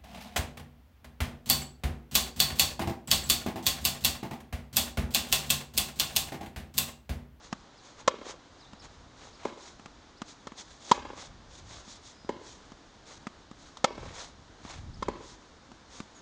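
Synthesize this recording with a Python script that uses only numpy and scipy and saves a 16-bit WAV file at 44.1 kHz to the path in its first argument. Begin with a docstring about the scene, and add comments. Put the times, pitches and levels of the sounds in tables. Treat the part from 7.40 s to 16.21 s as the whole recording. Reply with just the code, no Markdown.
"""Faint air noise and a scuff of grit, then a low thud on clay: a tennis rally on an outdoor court.
Thuds, racket strokes and the duller far strokes are sums of decaying modes with a burst of coloured noise.
Shoes and wind are coloured noise under moving gains; birds are sines along wavering pitch tracks.
Fences and hedge answer as a convolution with discrete slaps and a diffuse tail."""
import sys
import numpy as np
from scipy import signal
from scipy.fft import rfft, irfft, next_fast_len
from scipy.io import wavfile
from scipy.ndimage import uniform_filter1d

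SR = 44100
rng = np.random.default_rng(int(sys.argv[2]) if len(sys.argv) > 2 else 0)


def digitize_waveform(pressure):
    """Quantize a signal to 16-bit integers and store it at the path in sys.argv[1].

    Rows of a 2-D input are taken as channels; values are limited to [-1, 1].
    """
    field = np.atleast_2d(pressure).T
    bounded = np.clip(field, -1, 1)
    quanta = np.round(bounded * 32767).astype(np.int16)
    wavfile.write(sys.argv[1], SR, quanta)


N = 388521
TIME = np.arange(N) / SR
SINCE_CONTACT = TIME[:SR // 8]   # t/s

# All levels are relative to the gains they are combined with; spectra are power densities.
# Far traffic and leaves, spectrum: [f/Hz, level/dB]
AIR_SPECTRUM = [(30, -6), (100, -10.5), (170, -6), (280, 1.5), (380, -4.5), (650, -5.5), (1000, -5.5),
                (1600, -9.5), (2600, -17.5), (3600, -13), (5000, -16), (6800, -19), (8000, -30),
                (9200, -36), (10000, -55.5)]
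AIR_DB, AIR_WAVER_DB = -56.2, 0.6
# Wind buffeting, spectrum: [f/Hz, level/dB]
WIND_SPECTRUM = [(20, -3), (45, 3), (100, -1.5), (170, -7), (300, -19), (600, -64)]
# Strength of the wind on the microphone: [t/s, level/dB]
WIND_STRENGTH = [(0, -60.5), (1.2, -60.5), (1.55, -57), (2.2, -62), (3.5, -61), (3.6, -53.5), (4.15, -54),
                 (4.7, -59.5), (6.53, -58), (6.63, -41), (6.74, -55), (7.18, -59), (7.36, -47), (7.6, -45),
                 (7.98, -59), (8.8, -60)]

# Longer scuffs and slides: [t/s at the height, half length/s, level/dB, weight on the foot/dB]
SCUFFS = [(0.052, .021, -54, -2), (0.598, .018, -55.5, 3), (0.888, .026, -46, 1.5), (1.446, .016, -55, 3),
          (1.835, .045, -56, 0), (2.06, .05, -58.5, 7), (2.899, .021, -50, -8), (3.198, .018, -44, -6),
          (3.497, .06, -49.5, -4), (3.823, .036, -48.5, 0), (4.16, .033, -53.5, -5), (4.345, .055, -51, -2),
          (4.514, .038, -49.5, -11), (4.68, .035, -51.5, -14), (5.722, .04, -54, -1), (6.667, .06, -59, 7),
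          (6.808, .048, -47, -1), (7.323, .057, -52, 3.5), (8.566, .043, -53, -3)]
# Twist of the feet into each near stroke: [lead/s, half length/s, level/dB, weight/dB]
PIVOT = (.2, .055, -59.5, -3)
OWN_STROKE_ABOVE_DB = -15   # louder strokes are the near player's own
# Split step, a hop just after each far stroke: [delay/s, half length/s, level/dB, weight/dB]
SPLIT_STEP = (.207, .048, -53.5, -6)
# Light shuffling in between
SHUFFLES_PER_S, SHUFFLE_HALF_S, SHUFFLE_DB, SHUFFLE_WEIGHT_DB = 3, 0.08, -69, -1
# Loose grit, spectrum: [f/Hz, level/dB]
GRIT_SPECTRUM = [(500, -27), (1200, -16), (2100, -6.5), (2800, -10.5), (3400, 3.5), (5000, 1), (6700, 4),
                 (8000, -8.5), (9200, -14.5), (10200, -43)]
# A sole with weight on it, spectrum: [f/Hz, level/dB]
SCRAPE_SPECTRUM = [(200, -11.5), (500, -5), (1000, -3), (1500, -8), (2100, -9), (2800, -13), (4000, -11.5),
                   (8000, -47)]

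# Ball bounces near and far, and the heaviest footfalls: [t/s, level/dB, grit and upper ring/dB]
THUDS = [(0.127, -22.5, -5), (1.333, -37.5, -7.5), (2.396, -39.5, -5), (2.459, -37, -2),
         (2.818, -27.5, -4.5), (3.12, -35, -11), (4.478, -41, -9), (4.847, -37, -20), (5.319, -36.5, -9),
         (5.8691, -26.5, -6), (6.113, -36, -9), (6.579, -34, -16), (7.25, -34, -9), (8.317, -38.5, -9),
         (8.6021, -28, -6.5)]
# Modes of a thud, the low push first: [f/Hz, level/dB, t60/s]
THUD_MODES = [(214, 2, 0.029), (620, 3, 0.0068), (1202, -2, 0.032), (1590, -23, .015)]
# Contact noise of clay and of the far strokes, spectrum: [f/Hz, level/dB]
DULL_CRACK_SPECTRUM = [(300, -7), (1100, 3), (2200, -6), (3000, -7), (4000, -11.5), (6800, -11),
                       (8000, -18.5), (10000, -42)]

# Slaps from fences and walls, near baseline: [delay/s, level/dB]
NEAR_ECHOES = [(0.0605, -23.5), (.1350, -25), (.1850, -27.5), (.2150, -31), (0.2600, -32)]
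# Slaps for the far baseline: [delay/s, level/dB]
FAR_ECHOES = [(.0160, -16), (0.072, -21), (.1210, -23.5)]
# Sound scattered by hedge and fences, spectrum: [f/Hz, level/dB]
SCATTER_SPECTRUM = [(100, -1), (300, -5), (600, -7), (1100, -1.5), (2000, -1), (4000, 6), (9000, -12)]
TAIL_LUMP_DB = 3

# Faint rising chirps from the hedge; the rise is a share of the first pitch
CHIRPS_PER_S, CHIRP_S, CHIRP_HZ, CHIRP_RISE, CHIRP_DB = 1.2, 0.035, 3600, 0.2, -67
# The warbler's figure, up, down and up again: [t/s from its start, f/Hz]
WARBLE_FIGURE = [(0, 3900), (.018, 5500), (.042, 4000), (.072, 3450), (.102, 4200)]
# The figure sung whole or broken off: [t/s at the start, length/s, level/dB]
WARBLES = [(.353, .055, -60.5), (1.183, .102, -55.5), (1.384, .05, -58), (1.926, .045, -58.5),
           (2.766, .04, -60.5), (7.53, .035, -59.5)]
# A second bird's thin, sinking whistles: [t/s at the start, length/s, first f/Hz, level/dB]
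WHISTLES = [(4.7, .22, 5200, -62.5), (8.748, .063, 6800, -57)]
WHISTLE_SAG = 0.06   # share of its pitch that a whistle loses
QUAVER = 0.13   # unsteadiness of a bird's instantaneous pitch, as a share

# Racket strokes, the weak ones from a court nearby:
# [t/s, level/dB, push/dB, string bed/dB, ball pock f/Hz, pock/dB, upper strings/dB, crack/dB]
STROKES = [(0.6764, -11.5, -3.5, 0.5, 1049, 2, -0.5, -6.5), (3.0699, -33.5, 7.5, -14, 1090, -3, 4.5, -5.5),
           (3.5138, -9, 2, -24, 967, 4, -11, -9), (6.3700, -50.5, -6, -15, 1300, -25, -21, 8.5),
           (6.4422, -11, 1, -3.5, 850, -3, 3.5, -7.5), (7.6244, -19, -0.5, -21, 1030, -4.5, -5, -17)]
# Racket modes, from push of the head through upper strings to zing: [f/Hz, level/dB, t60/s]
RACKET_MODES = [(215, 0.5, 0.018), (385, -2.5, 0.017), (756, -12, 0.019), (1300, -3.5, 0.018),
                (1790, -14, .024), (2106, -12.5, 0.026), (2560, -24.5, .03), (3204, -26, 0.037),
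                (4660, -34.5, .03), (5010, -22, 0.034), (6880, -34, 0.029)]
STRING_BED_HZ, STRING_BED_T60_S, POCK_T60_S = 557, 0.012, 0.021
# The string bed swinging free once the ball has gone: [f/Hz, level/dB, t60/s]
AFTER_RING = (525, -19, .09)
# Contact noise on the strings, spectrum: [f/Hz, level/dB]
STRING_CRACK_SPECTRUM = [(300, -24), (900, 7.5), (1800, -3.5), (2800, -6), (3400, 2), (5000, -4.5),
                         (6800, -3.5), (8000, -14.5), (10000, -30.5)]

# The far player's strokes: [t/s, level/dB, crack/dB]
RETURNS = [(2.0510, -19.5, -16.5), (4.8900, -19, -18), (7.6820, -18.5, -17)]
# Racket modes that carry across the court: [f/Hz, level/dB, t60/s]
FAR_RACKET_MODES = [(226, -5, 0.038), (387.6, 2.5, 0.016), (569, -3.5, 0.03), (842, -8, 0.039),
                    (990, -2.5, 0.019), (2167, -17.5, 0.018)]

CUTOFF_HZ = 10100


def from_db(db):
    """A level is twenty times the logarithm of an amplitude ratio; this inverts it."""
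    return 10 ** (np.asarray(db) / 20)


def noise(spectrum, size):
    """Shaping the spectrum of white noise colours it; the result has rms 1."""
    hz, db = np.transpose(spectrum)
    padded = next_fast_len(size)
    bins = np.maximum(np.fft.rfftfreq(padded, 1 / SR), 1)
    gain = from_db(np.interp(np.log(bins), np.log(hz), db))
    white = rng.standard_normal(padded)
    coloured = irfft(rfft(white) * gain, padded)[:size]
    return coloured / coloured.std()


def flutter(per_s, depth_db):
    """Random amplitude modulation: the gain moves in dB between per_s random values a second."""
    knots = rng.standard_normal(N // 20)
    return from_db(depth_db * np.interp(TIME * per_s, np.arange(len(knots)), knots))


def add(track, s, sound):
    """Superposition: a sound is summed into a track from s seconds."""
    start = int(round(s * SR))
    part = sound[:N - start]
    track[start:start + len(part)] += part


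def swell(rise_s, t60):
    """Forced and free motion: growth during contact, then exponential decay by 60 dB in t60."""
    rise = np.sin(np.pi / 2 * np.minimum(SINCE_CONTACT / rise_s, 1)) ** 2
    decay = from_db(-60 * np.maximum(SINCE_CONTACT - rise_s, 0) / t60)
    return rise * decay


def ring(modes, rise_s):
    """Modal superposition: a struck body sounds as a sum of decaying cosines."""
    return sum(from_db(db) * swell(rise_s, t60) * np.cos(2 * np.pi * hz * SINCE_CONTACT)
               for hz, db, t60 in modes)


def bump(s, half_s):
    """A Gaussian contact envelope, smooth on both sides of s seconds."""
    return np.exp(-0.5 * np.minimum(((TIME - s) / half_s) ** 2, 100))


def scattered(per_s):
    """A jittered point process, one random moment per interval: rows (s, spread from -1 to 1)."""
    draws = rng.random((60, 2))
    rows = [((k + when) / per_s, 2 * spread - 1) for k, (when, spread) in enumerate(draws)]
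    return [row for row in rows if row[0] < TIME[-1]]


def background():
    """Broadband ambience is nearly steady noise; wind on the microphone is gusting bass noise."""
    air = from_db(AIR_DB) * noise(AIR_SPECTRUM, N) * flutter(per_s=20, depth_db=AIR_WAVER_DB)
    strength = from_db(np.interp(TIME, *np.transpose(WIND_STRENGTH)))
    wind = strength * noise(WIND_SPECTRUM, N) * flutter(per_s=19, depth_db=2.5)
    return air + wind


def footwork():
    """Friction follows the play: slides, pivots, split steps and shuffles, in rows as in SCUFFS."""
    pivots = [(s - PIVOT[0], *PIVOT[1:]) for s, db, *_ in STROKES if db > OWN_STROKE_ABOVE_DB]
    hops = [(s + SPLIT_STEP[0], *SPLIT_STEP[1:]) for s, *_ in RETURNS]
    shuffles = [(s, SHUFFLE_HALF_S, SHUFFLE_DB + 3 * spread, SHUFFLE_WEIGHT_DB)
                for s, spread in scattered(SHUFFLES_PER_S)]
    return SCUFFS + pivots + hops + shuffles


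def shoes():
    """Frictional noise: grains crunch under the soles, and weight adds a lower scrape."""
    grit_power = scrape_power = 0
    for s, half_s, db, weight_db in footwork():
        contact = from_db(db) * bump(s, half_s)
        # overlapping contacts are incoherent, so their powers add
        grit_power = grit_power + contact ** 2
        scrape_power = scrape_power + (from_db(weight_db) * contact) ** 2
    grit = np.sqrt(grit_power) * noise(GRIT_SPECTRUM, N) * flutter(per_s=1500, depth_db=1.5)
    scrape = np.sqrt(scrape_power) * noise(SCRAPE_SPECTRUM, N) * flutter(per_s=360, depth_db=3.0)
    return (grit + scrape) * flutter(per_s=71, depth_db=2.0)   # the sole catches and slips


def thuds():
    """Impact on clay: a low push of air, with a spit of grit and an upper ring that rise together."""
    out = np.zeros(N)
    push = ring(THUD_MODES[:1], rise_s=0.0005)
    upper = ring(THUD_MODES[1:], rise_s=0.00091)
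    for s, db, grit_db in THUDS:
        grit = noise(DULL_CRACK_SPECTRUM, len(SINCE_CONTACT)) * swell(rise_s=0.00019, t60=0.027)
        add(out, s, from_db(db) * (push + from_db(grit_db) * (grit + upper)))
    return out


def court(x, echoes, scatter_db, t60):
    """Reflection as convolution: a diffuse decaying tail and a few slightly smeared slaps."""
    t = TIME[:SR]
    tail = noise(SCATTER_SPECTRUM, SR) * from_db(-60 * t / t60) * np.minimum(t / 0.0047, 1)
    response = from_db(scatter_db) * tail / np.sqrt(SR)
    # posts and trees make the tail lumpy
    response = response * flutter(per_s=130, depth_db=TAIL_LUMP_DB)[:SR]
    lowpass = signal.butter(1, 2600, fs=SR, output="sos")
    for delay, db in echoes:
        smear = noise(SCATTER_SPECTRUM, len(SINCE_CONTACT)) * from_db(-60 * SINCE_CONTACT / 0.072)
        impulse = SINCE_CONTACT == 0
        slap = signal.sosfilt(lowpass, impulse + 0.036 * smear)
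        add(response, delay, from_db(db) * slap)
    return signal.fftconvolve(x, response)[:N]


def note(hz):
    """Frequency modulation: a sine follows a pitch track with random quaver, fading in and out."""
    along = np.linspace(0, 1, len(hz))
    quaver = 1 + QUAVER * rng.standard_normal(len(hz))
    fade = 2 * np.sqrt(along * (1 - along))
    return fade * np.sin(2 * np.pi * np.cumsum(hz * quaver) / SR)


def birds():
    """Near-sinusoidal song: chirps at random, a warbler's repeated figure, a second bird's whistles."""
    out = np.zeros(N)
    for s, spread in scattered(CHIRPS_PER_S):
        rise = np.linspace(1, 1 + CHIRP_RISE, int(CHIRP_S * SR))
        add(out, s, from_db(CHIRP_DB) * note(CHIRP_HZ * 1.15 ** spread * rise))
    corners = np.interp(SINCE_CONTACT, *np.transpose(WARBLE_FIGURE))
    figure = uniform_filter1d(corners, size=400)   # rounds the turns of pitch
    for s, length, db in WARBLES:
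        add(out, s, from_db(db) * note(figure[:int(length * SR)]))
    for s, length, hz, db in WHISTLES:
        sag = np.linspace(1, 1 - WHISTLE_SAG, int(length * SR))
        add(out, s, from_db(db) * note(hz * sag))
    return out * flutter(per_s=150, depth_db=4.0)


def strokes():
    """Impact excites modes: felt cracks on strings; string bed and hollow ball ring as they part."""
    out = np.zeros(N)
    push = ring([m for m in RACKET_MODES if m[0] < 1000], rise_s=0.00051)
    strings = ring([m for m in RACKET_MODES if 1000 <= m[0] < 3000], rise_s=0.0051)
    zing = ring([m for m in RACKET_MODES if m[0] >= 3000], rise_s=0.009)
    for s, db, push_db, bed_db, pock_hz, pock_db, strings_db, crack_db in STROKES:
        frame = from_db(-4) * (zing + from_db(strings_db) * strings - from_db(push_db) * push)
        burst = noise(STRING_CRACK_SPECTRUM, len(SINCE_CONTACT)) * swell(rise_s=0.0017, t60=0.037)
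        crack = from_db(crack_db) * burst
        bed_mode = (STRING_BED_HZ, bed_db, STRING_BED_T60_S)
        ball_mode = (pock_hz, pock_db, POCK_T60_S)
        pock = ring([bed_mode, ball_mode], rise_s=0.0037)
        pock = pock + from_db(bed_db) * ring([AFTER_RING], rise_s=0.0024)
        add(out, s, from_db(db) * (frame + crack))
        add(out, s + 0.00151, from_db(db) * pock)   # the rebound comes a moment after first touch
    # a racket is too small to radiate deep bass
    return signal.sosfilt(signal.butter(2, 130, "high", fs=SR, output="sos"), out)


def knock(crack_db):
    """Directional radiation: the broad, dull knock that a racket face throws down the court."""
    burst = noise(DULL_CRACK_SPECTRUM, len(SINCE_CONTACT)) * swell(rise_s=0.0027, t60=0.042)
    return from_db(-3) * ring(FAR_RACKET_MODES, rise_s=0.0039) + from_db(crack_db) * burst


def thrown():
    """Radiation toward the fences: each row of STROKES leaves as a dull knock, heard only in echo."""
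    out = np.zeros(N)
    for s, db, *_ in STROKES:
        add(out, s, from_db(db) * knock(crack_db=-9.5))
    return out


def returns():
    """Radiation across the court: the far player's strokes arrive as dull knocks."""
    out = np.zeros(N)
    for s, db, crack_db in RETURNS:
        add(out, s, from_db(db) * knock(crack_db))
    return out


def scene():
    """Direct and reflected sound add: near sources are driest, birds wetter, far strokes wettest."""
    near, far, song = strokes() + thuds(), returns(), birds()
    dulled = signal.sosfilt(signal.butter(2, 1800, fs=SR, output="sos"), near)
    near_echo = court(thrown() + from_db(-6) * dulled, NEAR_ECHOES, scatter_db=-5.5, t60=0.9)
    far_echo = court(far + from_db(-3) * song, FAR_ECHOES, scatter_db=3.3, t60=0.81)
    return (background() + shoes() + near + near_echo + song + far + far_echo)[None]


def record(dry):
    """Band limitation: the small microphone thins the bass, and a steep filter cuts the top."""
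    thin = signal.sosfilt(signal.butter(1, 25, "high", fs=SR, output="sos"), dry)
    return signal.sosfilt(signal.ellip(10, 0.3, 70, CUTOFF_HZ, fs=SR, output="sos"), thin)


dry = scene()
out = record(dry)
digitize_waveform(out)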